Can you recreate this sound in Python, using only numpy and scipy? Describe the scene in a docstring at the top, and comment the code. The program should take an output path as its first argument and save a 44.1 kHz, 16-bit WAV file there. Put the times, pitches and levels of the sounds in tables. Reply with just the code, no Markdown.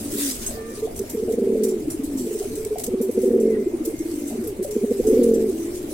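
"""A pigeon loft: a cock in a wire cage coos three times, in low throbs of a note and its octave that speed into a roll.
Held pigeon notes that swell and stop, short near-pure throbs and gliding or held notes of other pigeons sound around it.
Claws tick, scrape and ring the wire through its bending modes; feet knock the slats as short damped tones.
Plumage brushing the bars is bright patchy noise; a far rooster and a thin whistle are gliding tones. Rumble, draught,
hiss and a soft low noise that swells with each roll are shaped noise; other birds and feet get a short diffuse echo."""
import sys
import numpy as np
from scipy import signal
from scipy.fft import rfft, irfft, next_fast_len
from scipy.io import wavfile
from scipy.ndimage import uniform_filter1d, minimum_filter1d, map_coordinates

SR = 44100
rng = np.random.default_rng(int(sys.argv[2]) if len(sys.argv) > 2 else 0)


def to_wav(s):
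    """Save 16-bit WAV."""
    ch = np.atleast_2d(s).T  # columns
    pcm = np.round(np.clip(ch, -1, 1) * 32767)  # PCM
    wavfile.write(sys.argv[1], SR, pcm.astype(np.int16))


N = 261513

# the roll that ends each coo: start/s, end/s, first rate/(throbs per s), last rate/(throbs per s),
# relative peak level/dB, pitch at the start/Hz, peak level of the soft low noise under it/dB
COO_ROLLS = [(1.472, 1.82, 35.4, 48.3, -17, 230, -27.5), (3.312, 3.64, 37.7, 51.5, -14.5, 235, -26),
             (5.222, 5.5, 40.6, 51, -13, 236, -25)]
# spectrum of the soft low noise and of the cock's rasp: f/Hz, relative level per Hz/dB
LOW_NOISE_SPECTRUM = [(150, -40), (227, -1), (300, -3), (445, -2.5), (500, -21.5), (670, -23.5), (900, -45),
                      (1500, -100)]
# spectrum of plumage on the bars, also the base colour of claw scratches: f/Hz, relative level per Hz/dB
BRUSH_SPECTRUM = [(600, -52), (1000, -16), (1850, -10.5), (3460, -9.5), (5310, -6), (8160, 0),
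                  (11000, -3.5), (16000, -8)]


def cock(breath_db=-22, rasp_db=-16, third_db=-32, note_s=0.0052, octave_s=0.0056):
    """One running note and its octave, let out in throbs that bend upward; rasp and breath ride on each."""
    # separate throbs before each roll: t/s, relative peak level/dB, pitch/Hz, octave over the note/dB
    single_throbs = [(1.008, -21.5, 222.7, -3.5), (1.152, -19.5, 228.5, -0.5), (1.233, -18.5, 226.6, 0.5),
                     (1.287, -18, 230.9, -0.5), (1.341, -14.5, 230, -1.5), (1.386, -14.5, 227.6, 0),
                     (1.425, -12.5, 227.3, -4.5), (2.886, -18.5, 227, -1), (2.943, -14.5, 229.5, -3),
                     (3.011, -12, 232, -2.5), (3.096, -14.5, 235.9, -1.5), (3.181, -14.5, 234, 1),
                     (3.24, -14, 238.5, 0), (3.282, -14.5, 237, -1.5), (4.599, -17, 199.7, -0.5),
                     (4.766, -13.5, 228.1, -7), (4.842, -11.5, 224.9, -5), (4.916, -12, 233.8, -1),
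                     (5.004, -13.5, 239.6, -1.5), (5.085, -14, 258.7, -11), (5.133, -11.5, 258, -7),
                     (5.176, -20, 244, 2), (5.194, -8, 250.6, -7)]
    # breath resonances of the throat: f/Hz, width/Hz, level/dB, all before the sum is squared
    throat_modes = [(218, 110, -3.5), (537, 13, 3), (720, 200, -53.5)]
    scatter_db, jitter_s = 1, 0.0005  # throb to throb
    octave_late_s = 0.00033  # the octave peaks just after the note
    sag_hz = 21.02  # fall of pitch through a roll
    bend_hz = 6.7  # slope of the upward bend at mid-throb, in Hz per note_s
    thin_hz = 204  # the throat radiates little below this

    note, octave, bend = np.zeros((3, N))
    t = np.arange(-SR // 20, SR // 20) / SR
    throbs = [(s, db, octave_db) for s, db, _, octave_db in single_throbs]
    throbs += [beat for coo in COO_ROLLS for beat in roll(*coo[:5])]
    note_bell = np.exp(-(t / note_s) ** 2 / 2)
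    octave_bell = np.exp(-(t / octave_s) ** 2 / 2)
    for (s, db, octave_db), chance in zip(throbs, rng.standard_normal((len(throbs), 3))):
        s += t[0] + jitter_s * chance[2]
        add(note, s, amp(db + scatter_db * chance[0]) * note_bell)
        add(octave, s + octave_late_s, amp(db + octave_db + scatter_db * chance[1]) * octave_bell)
        add(bend, s, bend_hz * t / note_s * note_bell)

    pitch_points = [(s, hz) for s, _, hz, _ in single_throbs]
    for s, end, *_, hz, _ in COO_ROLLS:
        pitch_points += [(s, hz), ((s + end) / 2, hz - sag_hz / 2), (end, hz - sag_hz)]
    pitch = curves(sorted(pitch_points))[0] + bend
    phase = 2 * np.pi * (np.cumsum(pitch * (1 + 0.01182 * wobble(25))) / SR + rng.random())
    low = filtered(note * np.cos(phase), lambda f: 1 - 1 / (1 + (f / thin_hz) ** 6))
    high = octave * (np.cos(2 * phase + 0.26) + amp(third_db) * np.cos(3 * phase))

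    def throat(f):
        return sum(amp(db) * 1j * f * w / (c * c - f * f + 1j * f * w) for c, w, db in throat_modes) ** 2

    rasp = unit(filtered(rng.standard_normal(N), lambda f: amp(along(LOW_NOISE_SPECTRUM, f))))
    breath = unit(filtered(rng.standard_normal(N), throat))
    return low + high + amp(rasp_db) * note * rasp + amp(breath_db) * octave * breath


def roll(start, end, rate, last_rate, db, octave_db=1.5, fade_db=9.5, octave_fade_db=2):
    """Throbs (s, peak dB, octave over the note dB) that quicken and die away, the octave falling further."""
    t = np.arange(0, end - start, 1 / SR)
    beats = np.cumsum(rate + (last_rate - rate) * t / t[-1]) / SR
    s = t[np.searchsorted(beats, np.arange(int(beats[-1]) + 1))]
    late = (s / t[-1]) ** 3
    return zip(start + s, db - fade_db * late, octave_db - octave_fade_db * late)


def swelling_notes(flutter=0.18, swell=0.27, release_s=0.01):
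    """Held pigeon notes that swell for a share of their length, hold and stop; strength and pitch flutter."""
    # notes: start/s, end/s, pitch/Hz, relative level/dB
    notes = [(0.776, 0.803, 410, -31.5), (0.818, 0.866, 441, -21.5), (0.996, 1.028, 397, -23),
             (1.166, 1.215, 434, -25.5), (1.191, 1.296, 375.3, -29.5), (1.295, 1.323, 434, -20.5),
             (1.375, 1.555, 386.6, -25), (1.582, 1.758, 381.8, -25.5), (1.991, 2.038, 438, -32),
             (2.199, 2.403, 345, -34), (2.47, 2.511, 246, -30), (2.525, 2.575, 294, -32),
             (3.651, 3.697, 430, -30.5), (3.698, 3.868, 241.2, -37), (4.053, 4.153, 451, -45),
             (2.497, 2.549, 450, -32), (2.572, 2.658, 434.5, -31.5), (2.705, 2.752, 432, -21),
             (2.767, 2.812, 434, -33.5), (2.884, 3.01, 383, -25), (3.01, 3.106, 388.8, -24),
             (3.146, 3.254, 374.5, -21.5), (3.249, 3.3, 384, -15), (3.337, 3.374, 382, -14),
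             (3.374, 3.637, 378.3, -23.5), (3.844, 3.92, 446.6, -30.5), (4.408, 4.439, 363, -28),
             (4.42, 4.477, 322, -32), (4.595, 4.635, 375.5, -19), (4.678, 4.801, 419.3, -27.5),
             (4.81, 4.843, 390, -24.5), (4.853, 4.918, 408, -26.5), (4.921, 5.005, 392.2, -28),
             (5.046, 5.12, 440, -16), (5.132, 5.183, 431.5, -15.5), (5.053, 5.262, 367, -21),
             (5.223, 5.515, 374, -24)]
    out = np.zeros(N)
    strength = 1 + flutter * wobble(45)
    waver = 1 + 0.016 * wobble(25)
    for start, end, hz, db in notes:
        t = np.arange(0, end - start, 1 / SR)
        ramp = np.clip(np.minimum(t / (swell * t[-1]), (t[-1] - t) / release_s), 0, 1)
        pitch = hz * waver[round(start * SR):][:len(t)]
        add(out, start, amp(db) * np.sin(np.pi / 2 * ramp) * tone(pitch))
    return out * strength


def loft(width_s=0.0056):
    """Near-pure throbs of the other birds: sines under short bell-shaped swells."""
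    # throbs: t/s, pitch/Hz, relative peak level/dB
    short_throbs = [(0.132, 320, -24), (0.15, 400, -27), (0.155, 252, -28), (0.19, 385, -26),
                    (1.14, 326, -25), (1.767, 345.7, -22), (1.825, 310, -21.5), (1.881, 305, -15.5),
                    (1.947, 324, -19), (1.999, 264, -19.5), (2.044, 283, -17.5), (2.157, 272, -20),
                    (2.214, 362, -21.5), (2.273, 433, -21), (2.316, 425, -19.5), (2.36, 421, -17.5),
                    (2.41, 414, -18), (2.461, 393, -21), (2.581, 414, -22), (2.669, 422, -20),
                    (3.673, 358, -14), (3.745, 347, -14.5), (3.815, 313, -16.5), (3.881, 337, -15.5),
                    (3.942, 310, -19.5), (4.011, 322, -16.5), (4.062, 323, -16.5), (4.095, 342, -21),
                    (4.122, 334, -19), (4.143, 294, -20), (4.451, 460, -26), (4.762, 350, -17.5),
                    (5.0, 361, -16), (5.503, 359.5, -21), (5.845, 314, -23.5)]
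    out, t = np.zeros(N), np.arange(-SR // 20, SR // 20) / SR
    bell = np.exp(-(t / width_s) ** 2 / 2)
    for (s, hz, db), turn in zip(short_throbs, rng.random((len(short_throbs), 1))):
        add(out, s + t[0], amp(db) * bell * np.cos(2 * np.pi * (hz * t + turn)))
    return out


def gliding_notes(fade_db=1):
    """Gliding or held notes of other pigeons, some steady, some throbbing as their level rises and falls."""
    # start/s, end/s, first pitch/Hz, last pitch/Hz, relative level/dB, rate/(throbs per s), depth/(0-1)
    glides = [(0.002, 0.045, 215, 220, -32, 40, 0.15), (0.036, 0.11, 275, 300, -30.5, 49, 0.9),
              (0.128, 0.211, 289, 303, -32, 85, 0.96), (0.189, 0.304, 300, 263, -28, 34, 0.1),
              (0.284, 0.357, 270, 247, -37, 34, 0), (0.352, 0.45, 239.2, 222, -39.5, 43, 0),
              (0.537, 0.728, 452, 447, -35.5, 23, 0), (0.49, 0.778, 229.7, 220, -43.5, 23, 0.1),
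              (2.067, 2.285, 306.5, 226, -28.5, 48, 0.54), (4.15, 4.327, 315, 276, -29.5, 48, 0.9),
              (4.31, 4.37, 227.6, 240, -28, 24, 0.16), (4.377, 4.432, 222, 235, -28, 21, 0.3),
              (4.341, 4.4, 441, 340, -33, 37, 0.6), (4.457, 4.542, 460, 353, -30, 46, 0.14),
              (5.524, 5.852, 321.3, 366, -30, 42.4, 0.48), (5.854, 5.952, 287.7, 330, -33.5, 61, 1)]
    out = np.zeros(N)
    for start, end, hz, last_hz, db, rate, depth in glides:
        rows = [(start, hz, db), (end, last_hz, db - fade_db)]
        pitch, level_db = curves(rows)
        beat = 2 * np.pi * rate * (np.arange(N) / SR - start) + 0.5 * wobble(25)
        throb = (1 - depth * np.cos(beat)) * amp(0.61 * wobble(27))
        out += gate(rows, 0.014) * amp(level_db) * throb * tone(pitch * (1 + 0.0142 * wobble(35)))
    return out


def hoarse(noise_db=-14, width_hz=70):
    """A gain around 1 that roughens a pure note with noise within width_hz of its pitch."""
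    return 1 + amp(noise_db) * wobble(2 * width_hz)


def claws(tick_db=-3, scrape_db=-9, alike=0.043, scratch_db=4, slope_db=30):
    """A crisp tick, a scratchy scrape and the ringing modes of the wire that was caught."""
    # catches: t/s, relative level/dB, wire pitch/Hz, brightest f/Hz, t60/s (0.02 at least),
    # ring over the scratch/dB
    wire_catches = [(0.4605, -25.5, 6340, 7400, 0.16, 3), (0.9595, -28.5, 5960, 9660, 0.24, -10.5),
                    (0.99, -18.5, 6200, 6260, 0.026, -3), (1.0955, -26, 5950, 10200, 0.27, -11),
                    (1.32, -28, 5820, 8406, 0.13, -9.5), (1.633, -19.5, 5900, 8200, 0.22, -12.5),
                    (1.687, -30.5, 5770, 7700, 0.16, -4), (1.797, -40, 6480, 11500, 0.092, -3),
                    (1.9, -28.5, 5740, 9460, 0.21, -2.5), (2.033, -34.5, 6230, 10300, 0.25, -3),
                    (2.1707, -30.5, 5930, 7540, 0.44, -8), (2.5518, -28.5, 6040, 8450, 0.19, -12.5),
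                    (2.647, -19.5, 6250, 8060, 0.03, -12), (2.782, -20, 6400, 8380, .03, -14),
                    (2.794, -21.5, 6340, 8060, 0.18, -24), (2.8345, -19.5, 6400, 7670, 0.14, -12),
                    (2.846, -32, 6240, 9000, 0.11, -7), (2.863, -18, 6100, 7760, 0.041, -9),
                    (2.877, -31, 5940, 7800, 0.055, -12), (3.011, -29.5, 5840, 10170, 0.23, -4.5),
                    (3.11, -32, 5840, 11200, 0.15, -9), (3.214, -32, 6180, 10980, 0.71, -15),
                    (3.398, -36, 5937, 9300, 0.21, -5), (3.849, -24, 6410, 11000, 0.25, -11.5),
                    (3.985, -38.5, 6480, 6900, 0.13, 0.5), (4.268, -34, 6050, 9300, 0.3, -3),
                    (4.437, -29, 6000, 9700, 0.27, -17), (4.4694, -29.5, 5690, 11800, 0.11, -1.5),
                    (4.6252, -29, 6275, 9900, 0.31, -11.5), (4.7075, -25.5, 5810, 6800, 0.2, -14),
                    (5.066, -28.5, 6310, 6930, 0.26, -3.5), (5.231, -26.5, 6530, 8500, 0.19, -11),
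                    (5.3366, -32.5, 6010, 7364, 0.16, -1)]
    # bending modes of the wire: multiple of the pitch, relative level/dB
    wire_modes = [(.82, -9), (1, -1), (1.265, 0), (1.565, 0), (1.915, 0), (2.27, 0)]
    ring_width_hz, ring_alike = 420, 0.4  # spread of each mode's cluster; share common to both channels

    out, t = np.zeros((2, N)), np.arange(SR // 4) / SR
    multiple, level = np.transpose(wire_modes)[..., None]
    for s, db, hz, bright_hz, t60, ring_db in wire_catches:
        near = -slope_db * np.log(multiple * hz / bright_hz) ** 2
        fade = amp(-60 * t / max(t60, 0.02))
        draw = rng.standard_normal((2, len(wire_modes), 1))

        # neighbouring wires ring along, so each mode beats unevenly and differs from left to right
        knots = rng.standard_normal((2, 3, len(wire_modes), int(t[-1] * ring_width_hz) + 2))
        knots = (knots[0] + 1j * knots[1]) / np.sqrt(2)
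        knots = np.sqrt(ring_alike) * knots[0] + np.sqrt(1 - ring_alike) * knots[1:]
        beats = signal.resample(knots, len(t), axis=2)
        mode_hz = hz * multiple * (1 + 0.008 * draw[1])
        modes = amp(level + near + 2 * draw[0]) * np.real(beats * np.exp(2j * np.pi * mode_hz * t))
        ring = amp(ring_db) * modes.sum(axis=1)

        grit = rng.standard_normal((3, len(t)))
        grit = alike * grit[0] + (1 - alike) * grit[1:]
        grit = unit(filtered(grit, lambda f: amp(along(BRUSH_SPECTRUM, f)) * f / (f + 4000)))
        # the claw catches and slips every few milliseconds
        catches = amp(scratch_db * np.interp(t, np.arange(60) * 0.0067, rng.standard_normal(60)))
        scrape = amp(scrape_db) * catches * grit
        tick = amp(tick_db - 60 * t / 0.022) * (1 - np.exp(-(t / 0.002) ** 2))
        builds = fade * (1 - np.exp(-(t / 0.004) ** 2))
        sound = amp(db) * (grit * tick + builds * (scrape + ring))
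        add(out[0], s, sound[0])
        add(out[1], s, sound[1])
    return late_left(out)


def steps():
    """Feet on the slats: dull knocks of thin wood, each a pair of quickly damped modes."""
    # knocks: t/s, relative level/dB, pitch/Hz
    knocks = [(0.489, -39, 650), (0.508, -36.5, 628), (0.535, -43, 607), (0.57, -41, 693),
              (0.872, -34, 687), (1.036, -39.5, 626), (1.277, -37, 620), (1.292, -38, 668),
              (1.439, -41, 630), (1.55, -36, 570), (2.416, -41.5, 702), (2.436, -39, 636),
              (2.757, -29.5, 693), (4.306, -42, 704), (4.325, -36, 640), (4.646, -30, 570),
              (5.034, -42.5, 756), (5.57, -50, 625)]
    # modes of the slat: multiple of the pitch, relative level/dB, t60/s
    slat_modes = [(1.002, 10, 0.037), (1.16, -8, 0.068)]
    out, t = np.zeros(N), np.arange(SR // 5) / SR
    for s, db, hz in knocks:
        ring = sum(amp(level - 60 * t / t60) * np.sin(2 * np.pi * k * hz * t) for k, level, t60 in slat_modes)
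        add(out, s, amp(db + 4.0) * ring * (1 - np.exp(-(t / 0.0029) ** 2)))
    return out


def feathers():
    """Plumage brushing the bars: bright patchy noise whose level follows the brushes and flickers."""
    # brushing: t/s, mean level/dB
    brush_levels = [(0, -36), (.08, -37.5), (.15, -31.5), (.195, -25.5), (.212, -23), (.24, -24),
                    (.29, -26.5), (.335, -31.5), (.365, -35.5), (.4, -37), (.43, -30), (.46, -35),
                    (.53, -37.5), (.64, -52), (.78, -40), (.96, -45), (1.16, -43), (1.52, -48.5),
                    (1.85, -45.5), (2.12, -45.5), (2.2, -39.5), (2.3, -39.5), (2.43, -37), (2.55, -42),
                    (2.82, -47), (3.07, -50), (3.22, -45.5), (3.38, -52), (3.7, -49.5), (4.05, -44),
                    (4.28, -43), (4.67, -50), (4.82, -42.5), (5.25, -44.5), (5.58, -42.5), (5.93, -41)]
    flicker_db = 1.5 * wobble(500) + 1.4 * wobble(45) + 0.8 * wobble(9.2)
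    return amp(curves(brush_levels)[0] + flicker_db) * rush(BRUSH_SPECTRUM, patchy_db=2.8)


def low_noise(floor_db=-37.5, peak_late_s=0.11, slope_db_per_s=23.5):
    """Soft low noise in the coos' band that swells to a peak in each of the cock's rolls and falls as fast."""
    swells = [(coo[0] + peak_late_s, coo[-1]) for coo in COO_ROLLS]
    level_db = peaks(swells, floor_db, slope_db_per_s, slope_db_per_s)
    return amp(level_db + 0.69 * wobble(33)) * rush(LOW_NOISE_SPECTRUM, patchy_db=0.0)


def rooster():
    """A far crow: harmonics 2 to 4 of a gliding pitch, each wavering by itself."""
    # crow: t/s, pitch/Hz, then relative levels of the 2nd, 3rd and 4th harmonic/dB
    crow = [(.43, 510, -62, -60, -75), (.45, 505, -56, -51, -72), (.495, 535, -56, -54, -70),
            (.53, 580, -66, -66, -72), (.555, 590, -52, -57, -68), (.596, 594, -46, -48, -65),
            (.63, 596, -52, -53, -64), (.68, 595, -50, -56, -61), (.72, 592, -48, -58, -57),
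            (.77, 594, -56, -63, -62), (.83, 590, -57, -70, -66), (.92, 592, -65, -75, -68)]
    hz, *levels = curves(crow)
    hz = hz * (1 + 0.004 * wobble(40))
    out = np.zeros(N)
    for k, db in enumerate(levels, start=2):
        out += amp(db + 1.6 * wobble(35)) * tone(k * hz * (1 + 0.003 * wobble(60)))
    return gate(crow, 0.013) * out


def whistles():
    """A far bird's thin whistles: single gliding tones with a wavering level."""
    # one list per whistle: t/s, f/Hz, relative level/dB
    whistle_glides = [
        [(3.44, 2130, -63), (3.48, 2150, -59), (3.514, 2073, -47), (3.555, 1890, -48), (3.575, 1810, -58)],
        [(3.585, 2085, -57), (3.615, 2030, -55), (3.65, 2090, -58), (3.73, 2080, -64)],
        [(3.8, 2130, -63), (3.92, 2150, -63), (3.96, 2120, -50), (3.99, 2180, -52), (4.05, 2150, -63),
         (4.2, 2080, -62), (4.32, 2055, -65)],
    ]
    out = np.zeros(N)
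    for rows in whistle_glides:
        hz, db = curves(rows)
        out += gate(rows, 0.01) * amp(db + 2.5 * wobble(35)) * tone(hz * (1 + 0.006 * wobble(40)))
    return out


def far_birds():
    """Rooster and whistle, both from one side, with the shed's echo."""
    out = rooster() + whistles()
    return late_left(out + amp(-9) * shed(out))


def draught():
    """Air stirred past the phone: very low noise that swells in gusts."""
    # gusts: t of the peak/s, peak level/dB
    gust_peaks = [(.45, -35.5), (5.14, -33.5)]
    # spectrum: f/Hz, relative level per Hz/dB
    draught_spectrum = [(10, -30), (24, 2), (33, -26), (45, -2.5), (70, -17), (150, -37.5)]
    level_db = peaks(gust_peaks, floor_db=-58.5, rise=77, fall=47)
    return amp(level_db) * rush(draught_spectrum, patchy_db=3.0)


def yard():
    """Slowly wavering rumble and steady far noise with a hiss on top."""
    # spectra of the rumble and of the far noise: f/Hz, relative level per Hz/dB
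    rumble_spectrum = [(22, -0.5), (33, -3.5), (50, -3.5), (100, -1.5), (150, -5.5), (200, -10.5),
                       (300, -61)]
    far_spectrum = [(290, -62), (500, 1), (790, -11.5), (1100, -15.5), (1500, -19), (2200, -17),
                    (3000, -22.5), (6000, -30.5), (9000, -62)]
    rumble = amp(-43.5 + 1.6 * wobble(6.3)) * rush(rumble_spectrum, patchy_db=1.0)
    return rumble + amp(-45.5) * rush(far_spectrum, patchy_db=2.5)


def shed(x):
    """The shed's diffuse stereo echo: a noise tail in which each frequency dies at its own speed."""
    # decay: f/Hz, t60/s
    decay = [(200, 0.18), (1000, 0.53), (8000, 0.008)]
    hz, t, z = signal.stft(rng.standard_normal((2, SR // 2)), SR, nperseg=256)
    tail = signal.istft(z * amp(-60 * t / along(decay, hz)[:, None]), SR, nperseg=256)[1]
    return signal.fftconvolve(x[None], tail / np.linalg.norm(tail[0]), axes=1)[:, :N]


def rush(spectrum, patchy_db):
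    """Stereo noise of rms 1 with patches of random gain; above the bass it reaches the right first."""
    # likeness of the channels: f/Hz, left-right correlation
    likeness = [(30, 0.95), (130, 0.92), (300, 0.99), (640, 0.46), (1000, 0.021), (4000, 0.016),
                (15000, 0.01)]
    z = signal.stft(rng.standard_normal((2, N)), nperseg=512)[2]
    field = uniform_filter1d(uniform_filter1d(rng.standard_normal(z.shape[1:]), 6, 0), 8, 1)
    pair = signal.istft(z * amp(patchy_db * unit(field)), nperseg=512)[1][:, :N]

    def mid_side(hz):
        turn = np.arccos(np.clip(along(likeness, hz), -1, 1)) / 2
        return amp(along(spectrum, hz)) * [np.cos(turn), np.sin(turn)]

    mid, side = filtered(pair, mid_side)
    return late_left(unit(np.array([mid + side, mid - side])))


def late_left(pair, lag_s=17 / 44100):
    """Above the bass the left channel hears a little later; the lag is full from 1550 Hz."""
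    def response(hz):
        lag = lag_s * np.clip((hz - 450) / 1100, 0, 1)
        return np.exp(-1j * np.pi * hz * lag * [[1], [-1]])

    return filtered(pair, response)


def amp(db):
    """Decibels to a factor of amplitude."""
    return 10 ** (np.asarray(db) / 20)


def unit(x):
    """x scaled to rms 1."""
    return x / np.sqrt(np.mean(x ** 2) + 1e-20)


def along(points, hz):
    """(Hz, value) points read on a log axis."""
    f, v = np.transpose(points)
    return np.interp(np.log(hz + 1), np.log(f + 1), v)


def curves(rows):
    """One value per sample for each column after the time."""
    s, *cols = np.transpose(rows)
    return [np.interp(np.arange(N) / SR, s, c) for c in cols]


def gate(rows, edge):
    """1 between the first and last row, fading over edge seconds inside them."""
    t = np.arange(N) / SR
    return np.clip(np.minimum(t - rows[0][0], rows[-1][0] - t) / edge, 0, 1)


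def peaks(rows, floor_db, rise, fall):
    """A level in dB that climbs from a floor to each (s, dB) peak and sinks back, in dB per s."""
    t = np.arange(N) / SR
    slopes = [db - np.maximum(rise * (s - t), fall * (t - s)) for s, db in rows]
    return np.max([np.full(N, floor_db)] + slopes, axis=0)


def wobble(rate):
    """A smooth random curve, rate knots a second."""
    return map_coordinates(rng.standard_normal(int(N * rate / SR) + 4), [np.arange(N) * rate / SR])


def filtered(x, response):
    """x passed through a complex response of frequency."""
    m = next_fast_len(x.shape[-1] + SR // 4)
    return irfft(rfft(x, m) * response(np.fft.rfftfreq(m, 1 / SR)), m)[..., :x.shape[-1]]


def add(track, s, sound):
    """Mix a sound in, starting at s seconds."""
    start = round(s * SR)
    part = track[max(start, 0):start + len(sound)]
    part += sound[max(-start, 0):][:len(part)]


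def tone(hz):
    """A sine of rms 1 on a pitch curve, from a random phase."""
    return np.sqrt(2) * np.sin(2 * np.pi * (np.cumsum(hz) / SR + rng.random()))


def scene():
    """The pigeons slightly right of centre, feet in the middle, a short diffuse echo, then the rest."""
    near = cock()
    others = hoarse() * loft() + hoarse() * gliding_notes() + hoarse() * swelling_notes()
    feet = steps()
    direct = near * amp([[-0.4], [0.4]]) + others * amp([[-0.2], [0.2]]) + feet
    # the cock is practically dry
    echo = shed(amp(-65.0) * near + amp(-22.5) * others + amp(-6) * feet)
    return direct + echo + claws() + feathers() + low_noise() + far_birds() + draught() + yard()


def record(dry, ceiling=0.58, top_hz=15950):
    """The phone's limiter turns down the loudest moments; nothing stays above its band limit."""
    needed = np.minimum(1, ceiling / (np.abs(dry).max(axis=0) + 1e-9))
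    # held over 20 ms, smoothed over 10 ms
    gain = uniform_filter1d(minimum_filter1d(needed, size=882), size=441)
    return filtered(dry * gain, lambda hz: hz < top_hz)


dry = scene()
out = record(dry)
to_wav(out)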